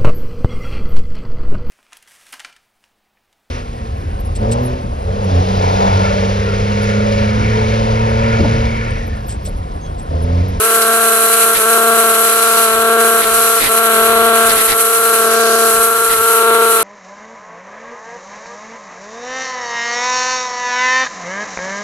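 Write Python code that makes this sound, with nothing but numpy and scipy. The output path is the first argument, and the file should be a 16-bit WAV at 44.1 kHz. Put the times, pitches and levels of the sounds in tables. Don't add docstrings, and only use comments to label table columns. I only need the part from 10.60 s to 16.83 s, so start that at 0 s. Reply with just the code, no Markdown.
import sys
import numpy as np
from scipy import signal
from scipy.fft import rfft, irfft, next_fast_len
from scipy.io import wavfile
from scipy.ndimage import uniform_filter1d

SR = 44100
rng = np.random.default_rng(int(sys.argv[2]) if len(sys.argv) > 2 else 0)


def to_wav(s):
    ch = np.atleast_2d(s).T
    pcm = np.round(np.clip(ch, -1, 1) * 32767)
    wavfile.write(sys.argv[1], SR, pcm.astype(np.int16))


N = 274743
TIME_S = np.arange(N) / SR

TOP_TURNS_PER_S, HUNT_TURNS_PER_S = 228.2, 0.201
SKIP_COST_TURNS, SURGE_TURNS, JITTER_TURNS = 0.06, 0.07, 0.003
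CATCH_UP_S, POP_S = 0.009, 0.0099
ROUGH_DB, POP_SPREAD_DB = 0.7, 1.5
GAS_DB, GROUND_ECHO_DB = -30, -52
HISS_DB, RUSTLE_DB, LOAD_SPREAD_DB = -16.5, -24.5, 0.15
GEAR_TEETH, GEAR_PLAY_TEETH, HEAD_PER_CRANK = 17, 0.27, 17 / 21
WHINE_FLICKER_DB, SHAFT_DB, BREEZE_DB = 2.5, -59.5, -50.5
CUTOFF_HZ = 14900

# (time [s], length [s], loss [turns/s])
REV_SAGS = [(0.0, 0.069, 12.4), (.25, 0.055, 1.86), (.58, 0.19, 1.14), (1.02, 0.089, 7.53),
            (1.56, 0.12, 1.59), (2.12, 0.14, 4.26), (2.67, 0.11, 3.1), (3.08, 0.13, 2.7), (3.35, 0.19, 2.3),
            (4.02, 0.21, 4.6), (4.67, 0.21, 1.18), (5.12, 0.096, 1.6), (5.58, 0.078, 4.5),
            (6.23, 0.15, 2.5)]
# (time [s], rate [1/s])
MISFIRE_RATE = [(0.0, 35.1), (0.24, 36.4), (0.4, 29.7), (0.56, 34.2), (0.64, 39.7), (0.72, 27.3),
                (0.96, 39.1), (1.12, 19.3), (1.2, 39.8), (1.28, 26.0), (1.52, 37.0), (1.76, 35.4),
                (1.84, 26.0), (2.08, 44.3), (2.16, 19.9), (2.24, 48.9), (2.32, 23.8), (2.64, 37.4),
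                (2.8, 28.0), (2.88, 39.5), (2.96, 22.6), (3.12, 45.6), (3.2, 26.8), (3.28, 27.4),
                (3.36, 44.6), (3.68, 25.8), (3.76, 40.3), (4.08, 27.2), (4.16, 35.2), (4.48, 27.8),
                (4.72, 46.1), (4.8, 20.5), (4.88, 35.3), (5.04, 30.6), (5.12, 40.1), (5.2, 27.1),
                (5.52, 26.8), (5.6, 19.9), (5.76, 33.8), (5.84, 25.0), (6.16, 29.7), (6.24, 68.4)]
# (level [dB], delay [turns], pan left [dB], swing share [1],
# hum share [1], drone share [1], buzz share [1], sag loss [dB/(turn/s)], pop pitch [Hz], pop size [1])
EXHAUST_HARMONICS = [(-34.5, 0.59, 3, 0.83, 0.076, 0.25, 0.23, 0.17, 230, 0.25),
                     (-18.5, 0.13, 1, 0, 0.95, 0, 0, 0.07, 453.5, 0.64),
                     (-23, 0.075, 2.5, 0.71, 0, 0.17, 0.029, .3, 920, 0.2),
                     (-36.5, 0.0023, 6, 0.12, 0.25, 1, 0.093, 0.041, 1100, 0.12),
                     (-22.5, 0.5133, 2, 0.34, 0.062, 0.29, 0, 0.42, 1104, 0.85),
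                     (-16, 0.5, 0.7, 0, 0.015, 0.33, 0.12, 0.45, 1357, 0.6),
                     (-24.5, 0.501, 0, 0.024, 0.076, 0.12, 1, 0.09, 1570, 0.96),
                     (-42.5, 0.46, 7, 0.02, 0, 0.13, 0.33, .1, 1800, 0.8)]
# (time [s], level [dB])
SWING_DB = [(0.0, -36), (0.31, -26), (1.04, -32), (1.07, -28.5), (1.32, -23.5), (1.77, -31.5), (2.39, -24),
            (2.98, -32), (3.02, -33), (3.17, -27.5), (3.63, -22), (3.9, -24.5), (4.01, -31.5), (4.42, -35),
            (4.75, -25), (4.98, -24), (5.48, -40.5), (5.64, -40.5), (5.92, -30), (6.13, -35), (6.23, -34)]
# (time [s], level [dB])
HUM_DB = [(0, -18.5), (.35, -20.5), (.85, -20.5), (1.08, -19), (1.3, -17.5), (1.65, -20.5), (2.05, -20.5),
          (2.38, -14.5), (2.75, -21), (3.25, -20.5), (3.4, -16.5), (3.62, -15), (4.05, -21.5), (4.45, -19),
          (4.78, -15), (5.0, -15.5), (5.3, -20), (5.6, -20), (5.85, -14.5), (6.02, -13), (6.23, -19)]
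# (time [s], level [dB])
DRONE_DB = [(0.0, -33.5), (0.7, -37), (1.04, -31), (1.35, -30.5), (1.7, -34), (1.98, -27.5), (2.45, -33),
            (2.87, -33), (3.25, -31), (3.63, -28), (4.32, -36.5), (4.49, -30), (4.88, -38), (5.15, -31.5),
            (5.45, -29.5), (5.79, -23.5), (6.04, -23), (6.23, -28)]
# (time [s], level [dB])
BUZZ_DB = [(0, -24), (.3, -19.5), (.75, -23.5), (1.1, -21.5), (1.45, -23), (1.8, -25.5), (2.1, -24.5),
           (2.44, -19), (3.05, -29.5), (3.35, -19.5), (3.6, -26.5), (3.85, -18.5), (4.0, -24.5), (4.3, -30),
           (4.6, -22.5), (4.86, -19.5), (5.46, -28), (6.23, -27)]
# (frequency [Hz], relative density [dB])
GAS_SPECTRUM = [(80, -16), (160, -14.5), (300, -10), (390, -1.5), (560, -7), (820, -7.5), (930, -4),
                (1020, 0.5), (1210, 3.5), (1330, -4.5), (1720, -4), (2400, -51)]
# (frequency [Hz], relative density [dB])
CLATTER_SPECTRUM = [(1800, 12.5), (2200, 12), (3000, 10.5), (4100, 9.5), (4600, -0.5), (5200, -14),
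                    (6500, -12), (9000, 3)]
# (time [s], level [dB])
CLATTER_DB = [(0, -27.5), (1.3, -26), (1.8, -24), (2.3, -24.5), (2.55, -25.5), (3.15, -25), (3.3, -21.5),
              (3.85, -21.5), (4.3, -31), (4.85, -24.5), (5.3, -33), (5.65, -28), (5.9, -22.5), (6.23, -26)]
# (time [s], hiss level [dB])
LOAD_DB = [(0, -15.5), (.3, -18.5), (.45, -16), (1.04, -15.5), (1.25, -17), (1.65, -16), (2.0, -16),
           (2.33, -22.5), (2.5, -16.5), (2.67, -19.5), (2.8, -16), (3.3, -18), (3.62, -20.5), (3.88, -16.5),
           (4.42, -17), (4.84, -22), (5.12, -16), (5.25, -17.5), (5.42, -18.5), (5.62, -17), (5.77, -17.5),
           (5.85, -22), (6.0, -21.5), (6.15, -15), (6.23, -20.5)]
# (frequency [Hz], left relative density [dB], right relative density [dB])
SHRED_SPECTRUM = [(1540, -10, -5.5), (2820, -6.5, -4), (3730, -13, -11.5), (4000, -5, -3.5),
                  (4850, -18.5, -11.5), (5230, -14, -13.5), (7140, -12.5, -8.5), (8040, -8.5, -3.5),
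                  (9930, -5.5, 5), (11000, -4, -2), (11300, 2.5, -4), (12870, -7.5, -3),
                  (14160, -14.5, -22), (14700, -31, -31)]
# (multiple of tooth rate [1], left level [dB], right level [dB])
GEAR_HARMONICS = [(1, -55, -50), (2, -35, -37), (3, -26, -30.5)]
# (time [s], length [s], rise [dB])
GEAR_SWELLS = [(.07, .1, 1), (.4, 0.11, 3), (1.62, 0.15, 9.5), (3.25, 0.06, 1), (5.255, 0.043, 5)]
# (frequency [Hz], relative density [dB])
RUMBLE_SPECTRUM = [(20, 1.5), (50, -6), (100, -6.5), (200, -12), (500, -32)]
# (time [s], length [s], peak [dB])
THUMPS_AND_GUSTS = [(0.977, 0.04, -34), (2.184, 0.11, -43), (2.711, 0.13, -42), (3.062, 0.078, -32),
                    (3.525, 0.33, -40), (3.906, 0.13, -34), (4.125, 0.045, -30.5), (5.173, 0.091, -39),
                    (5.579, 0.11, -38)]
# (time [s], length [s], peak [dB])
STALK_BREAKS = [(0.22, 0.069, -26), (1.97, 0.091, -31), (3.896, 0.035, -23), (3.988, 0.036, -45),
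                (4.113, 0.062, -23)]
# (frequency [Hz], relative density [dB])
SPLINTER_SPECTRUM = [(2000, -23), (3200, -18), (3900, 7), (4800, 4), (7000, -9)]
# (time [s], length [s], tearing level [dB], engine dip [dB])
CLUMP_BITES = [(0.966, 0.043, -18, 8), (2.632, 0.032, -18, 7), (3.044, 0.093, -16, 9),
               (3.91, 0.028, -15.5, 5.5), (3.992, 0.065, -19, 3), (4.11, 0.065, -18.5, 2.5),
               (5.522, 0.062, -21, 1)]
# (frequency [Hz], relative density [dB])
TEAR_SPECTRUM = [(25, 9), (100, -11), (300, 4.5), (1300, 1.5), (2000, 8), (2800, -1), (3800, 3.5),
                 (6000, -10.5)]
# (time [s], length [s], peak [dB])
RASP_SWELLS = [(1.88, .5, -28), (2.87, .4, -28), (4.88, 0.55, -23.5)]
# (frequency [Hz], relative density [dB])
RASP_SPECTRUM = [(4200, 2.5), (5200, -1), (6600, 1), (7400, -5)]


def from_db(db):
    return 10 ** (np.asarray(db) / 20)


def unit_rms(x):
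    return x / np.sqrt(np.mean(x ** 2) + 1e-20)


def in_time(curve):
    return np.interp(TIME_S, *np.transpose(curve))


def about_mean(curve):
    level = in_time(curve)
    return level - level.mean()


def swells(events, order=2):
    return np.array([np.exp(-np.minimum(np.abs(2 * (TIME_S - time_s) / length_s), 10) ** order)
                     for time_s, length_s, *_ in events])


def summed(events):
    return np.array(events)[:, 2] @ swells(events)


def envelope(events, order=2):
    return from_db(np.array(events)[:, 2]) @ swells(events, order)


def drift(corner_hz):
    hop, settle = 40, 2000
    pole = np.exp(-2 * np.pi * corner_hz * hop / SR)
    white = rng.standard_normal(N // hop + settle + 2)
    slow = signal.lfilter([1], [1, -2 * pole, pole * pole], white)[settle:]
    return np.interp(np.arange(N) / hop, np.arange(len(slow)), unit_rms(slow))


def colour(x, spectrum):
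    size = next_fast_len(N)
    hz = np.maximum(np.arange(size // 2 + 1) * SR / size, 1)
    points_hz, level_db = np.transpose(spectrum)
    gain = from_db(np.interp(np.log(hz), np.log(points_hz), level_db))
    gain *= np.minimum(1, np.minimum(hz / points_hz[0], points_hz[-1] / hz)) ** 6
    return unit_rms(irfft(rfft(x, size) * gain, size)[..., :N])


def stereo_noise(correlation):
    mid, side = rng.standard_normal((2, N))
    return np.sqrt((1 + correlation) / 2) * mid + np.sqrt((1 - correlation) / 2) * side * [[1], [-1]]


def crackle(per_s, spread_db):
    sizes = from_db(spread_db * np.minimum(rng.exponential(1, (2, N)), 4))
    return unit_rms((rng.random((2, N)) < per_s / SR) * sizes * rng.choice([-1, 1], (2, N)))


def delayed(x, ms):
    return np.interp(TIME_S - ms / 1000, TIME_S, x)


def pan(left_db):
    return from_db([[left_db], [-left_db]])


def crank():
    skip_loss = SKIP_COST_TURNS * about_mean(MISFIRE_RATE)
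    turns_per_s = TOP_TURNS_PER_S - summed(REV_SAGS) - skip_loss + HUNT_TURNS_PER_S * drift(5)
    return np.cumsum(turns_per_s) / SR


def misfires(turns):
    firings = np.interp(np.arange(1, int(turns[-1])), turns, np.arange(N)).astype(int)
    per_s = in_time(MISFIRE_RATE)
    due = (np.cumsum(per_s) / SR + per_s / TOP_TURNS_PER_S)[firings]
    skips = firings[np.diff(np.floor(due), prepend=0) > 0]
    progress = np.interp(np.arange(N), skips, np.arange(len(skips))) % 1
    return skips, -SURGE_TURNS * uniform_filter1d(progress ** 3, int(CATCH_UP_S * SR))


def exhaust(turns):
    curves_db = np.array([about_mean(curve) for curve in (SWING_DB, HUM_DB, DRONE_DB, BUZZ_DB)])
    sag = summed(REV_SAGS)
    skips, surge_turns = misfires(turns)
    puff_turns = turns + surge_turns + JITTER_TURNS * drift(60)
    strength = from_db(ROUGH_DB * drift(83))
    pop_gains = from_db(POP_SPREAD_DB * rng.standard_normal((len(skips), 1)))
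    offsets = np.arange(-int(POP_S * SR / 2), int(POP_S * SR / 2))
    pop_samples = np.clip(skips[:, None] + offsets, 0, N - 1)
    note = np.zeros((2, N))
    for multiple, row in enumerate(EXHAUST_HARMONICS, 1):
        level_db, delay_turns, left_db, *shares, sag_db, pop_hz, pop_size = row
        phase = 2 * np.pi * multiple * (puff_turns - delay_turns)
        tone = strength * np.cos(phase)
        pops = np.hanning(len(offsets)) * np.cos(phase[skips, None] + 2 * np.pi * pop_hz * offsets / SR)
        tone[pop_samples] -= pop_size * pop_gains * pops
        gain = from_db(level_db + np.dot(shares, curves_db) - sag_db * sag)
        note += np.sqrt(2) * tone * gain * pan(left_db)
    return note


def engine(turns):
    left, right = exhaust(turns)
    direct = np.array([left, delayed(right, ms=0.077)])
    echo = from_db(GROUND_ECHO_DB) * np.array([delayed(left, ms=3.1), delayed(right, ms=5.3)])
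    pulse = 1 + 0.5 * np.cos(2 * np.pi * turns)
    gas_db = GAS_DB + 0.027 * (about_mean(SWING_DB) + about_mean(DRONE_DB))
    gas = from_db(gas_db) * colour(stereo_noise(1) * pulse, GAS_SPECTRUM)
    rattle = stereo_noise(-0.75) + crackle(per_s=700, spread_db=1)
    clatter = from_db(in_time(CLATTER_DB)) * colour(rattle * np.sqrt(pulse), CLATTER_SPECTRUM)
    return direct + echo + gas + clatter


def cutting(turns, load_db):
    passes = 1 + 0.045 * np.cos(4 * np.pi * HEAD_PER_CRANK * turns)
    grains = stereo_noise(-0.02) + 0.72 * crackle(per_s=2500, spread_db=-0.5)
    grains *= passes * from_db(1.5 * drift(23))
    spectra = np.array(SHRED_SPECTRUM)
    shred = np.array([colour(grains[side], spectra[:, [0, 1 + side]]) for side in (0, 1)])
    leaves = unit_rms(signal.sosfilt(signal.butter(4, 7000, "high", fs=SR, output="sos"), shred))
    stems = unit_rms(signal.sosfilt(signal.butter(4, 7000, "low", fs=SR, output="sos"), shred))
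    hiss = from_db(HISS_DB + load_db) * leaves * pan(left_db=-0.5)
    rustle = from_db(RUSTLE_DB + 0.67 * load_db + drift(22)) * stems
    return hiss + rustle


def gear(turns, load_db):
    mesh_phase = 2 * np.pi * (GEAR_TEETH * turns + GEAR_PLAY_TEETH * drift(35))
    whine = np.zeros((2, N))
    for multiple, *sides_db in GEAR_HARMONICS:
        swell_db = WHINE_FLICKER_DB * drift(1.2) + load_db + summed(GEAR_SWELLS)
        for side, level_db in enumerate(sides_db):
            tone = np.sqrt(2) * np.cos(multiple * mesh_phase + drift(16))
            whine[side] += from_db(level_db + swell_db) * tone
    return whine


def shaft(turns):
    return from_db(SHAFT_DB + 2 * drift(2.6)) * np.sqrt(2) * np.cos(2 * np.pi * HEAD_PER_CRANK * turns)


def rumble():
    gain = from_db(BREEZE_DB) + envelope(THUMPS_AND_GUSTS)
    return gain * colour(stereo_noise(0.11), RUMBLE_SPECTRUM) * pan(left_db=2.2)


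def splintering():
    return envelope(STALK_BREAKS) * colour(crackle(per_s=1100, spread_db=10), SPLINTER_SPECTRUM)


def tearing():
    rip = stereo_noise(0.33) + crackle(per_s=2900, spread_db=3)
    return envelope(CLUMP_BITES, order=8) * colour(rip, TEAR_SPECTRUM)


def rasp():
    return envelope(RASP_SWELLS) * colour(crackle(per_s=2600, spread_db=2.5), RASP_SPECTRUM)


def scene():
    turns = crank()
    load_db = about_mean(LOAD_DB) + LOAD_SPREAD_DB * drift(11)
    dip_db = np.array(CLUMP_BITES)[:, 3] @ swells(CLUMP_BITES, order=8)
    motor = engine(turns) * from_db(-dip_db)
    head = cutting(turns, load_db) + gear(turns, load_db) + shaft(turns)
    return motor + head + tearing() + splintering() + rasp() + rumble()


def record(dry):
    lowpass = signal.ellip(10, 0.05, 60, CUTOFF_HZ, fs=SR, output="sos")
    return signal.sosfiltfilt(lowpass, np.clip(dry, -1, 1))


dry = scene()
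out = record(dry)
to_wav(out)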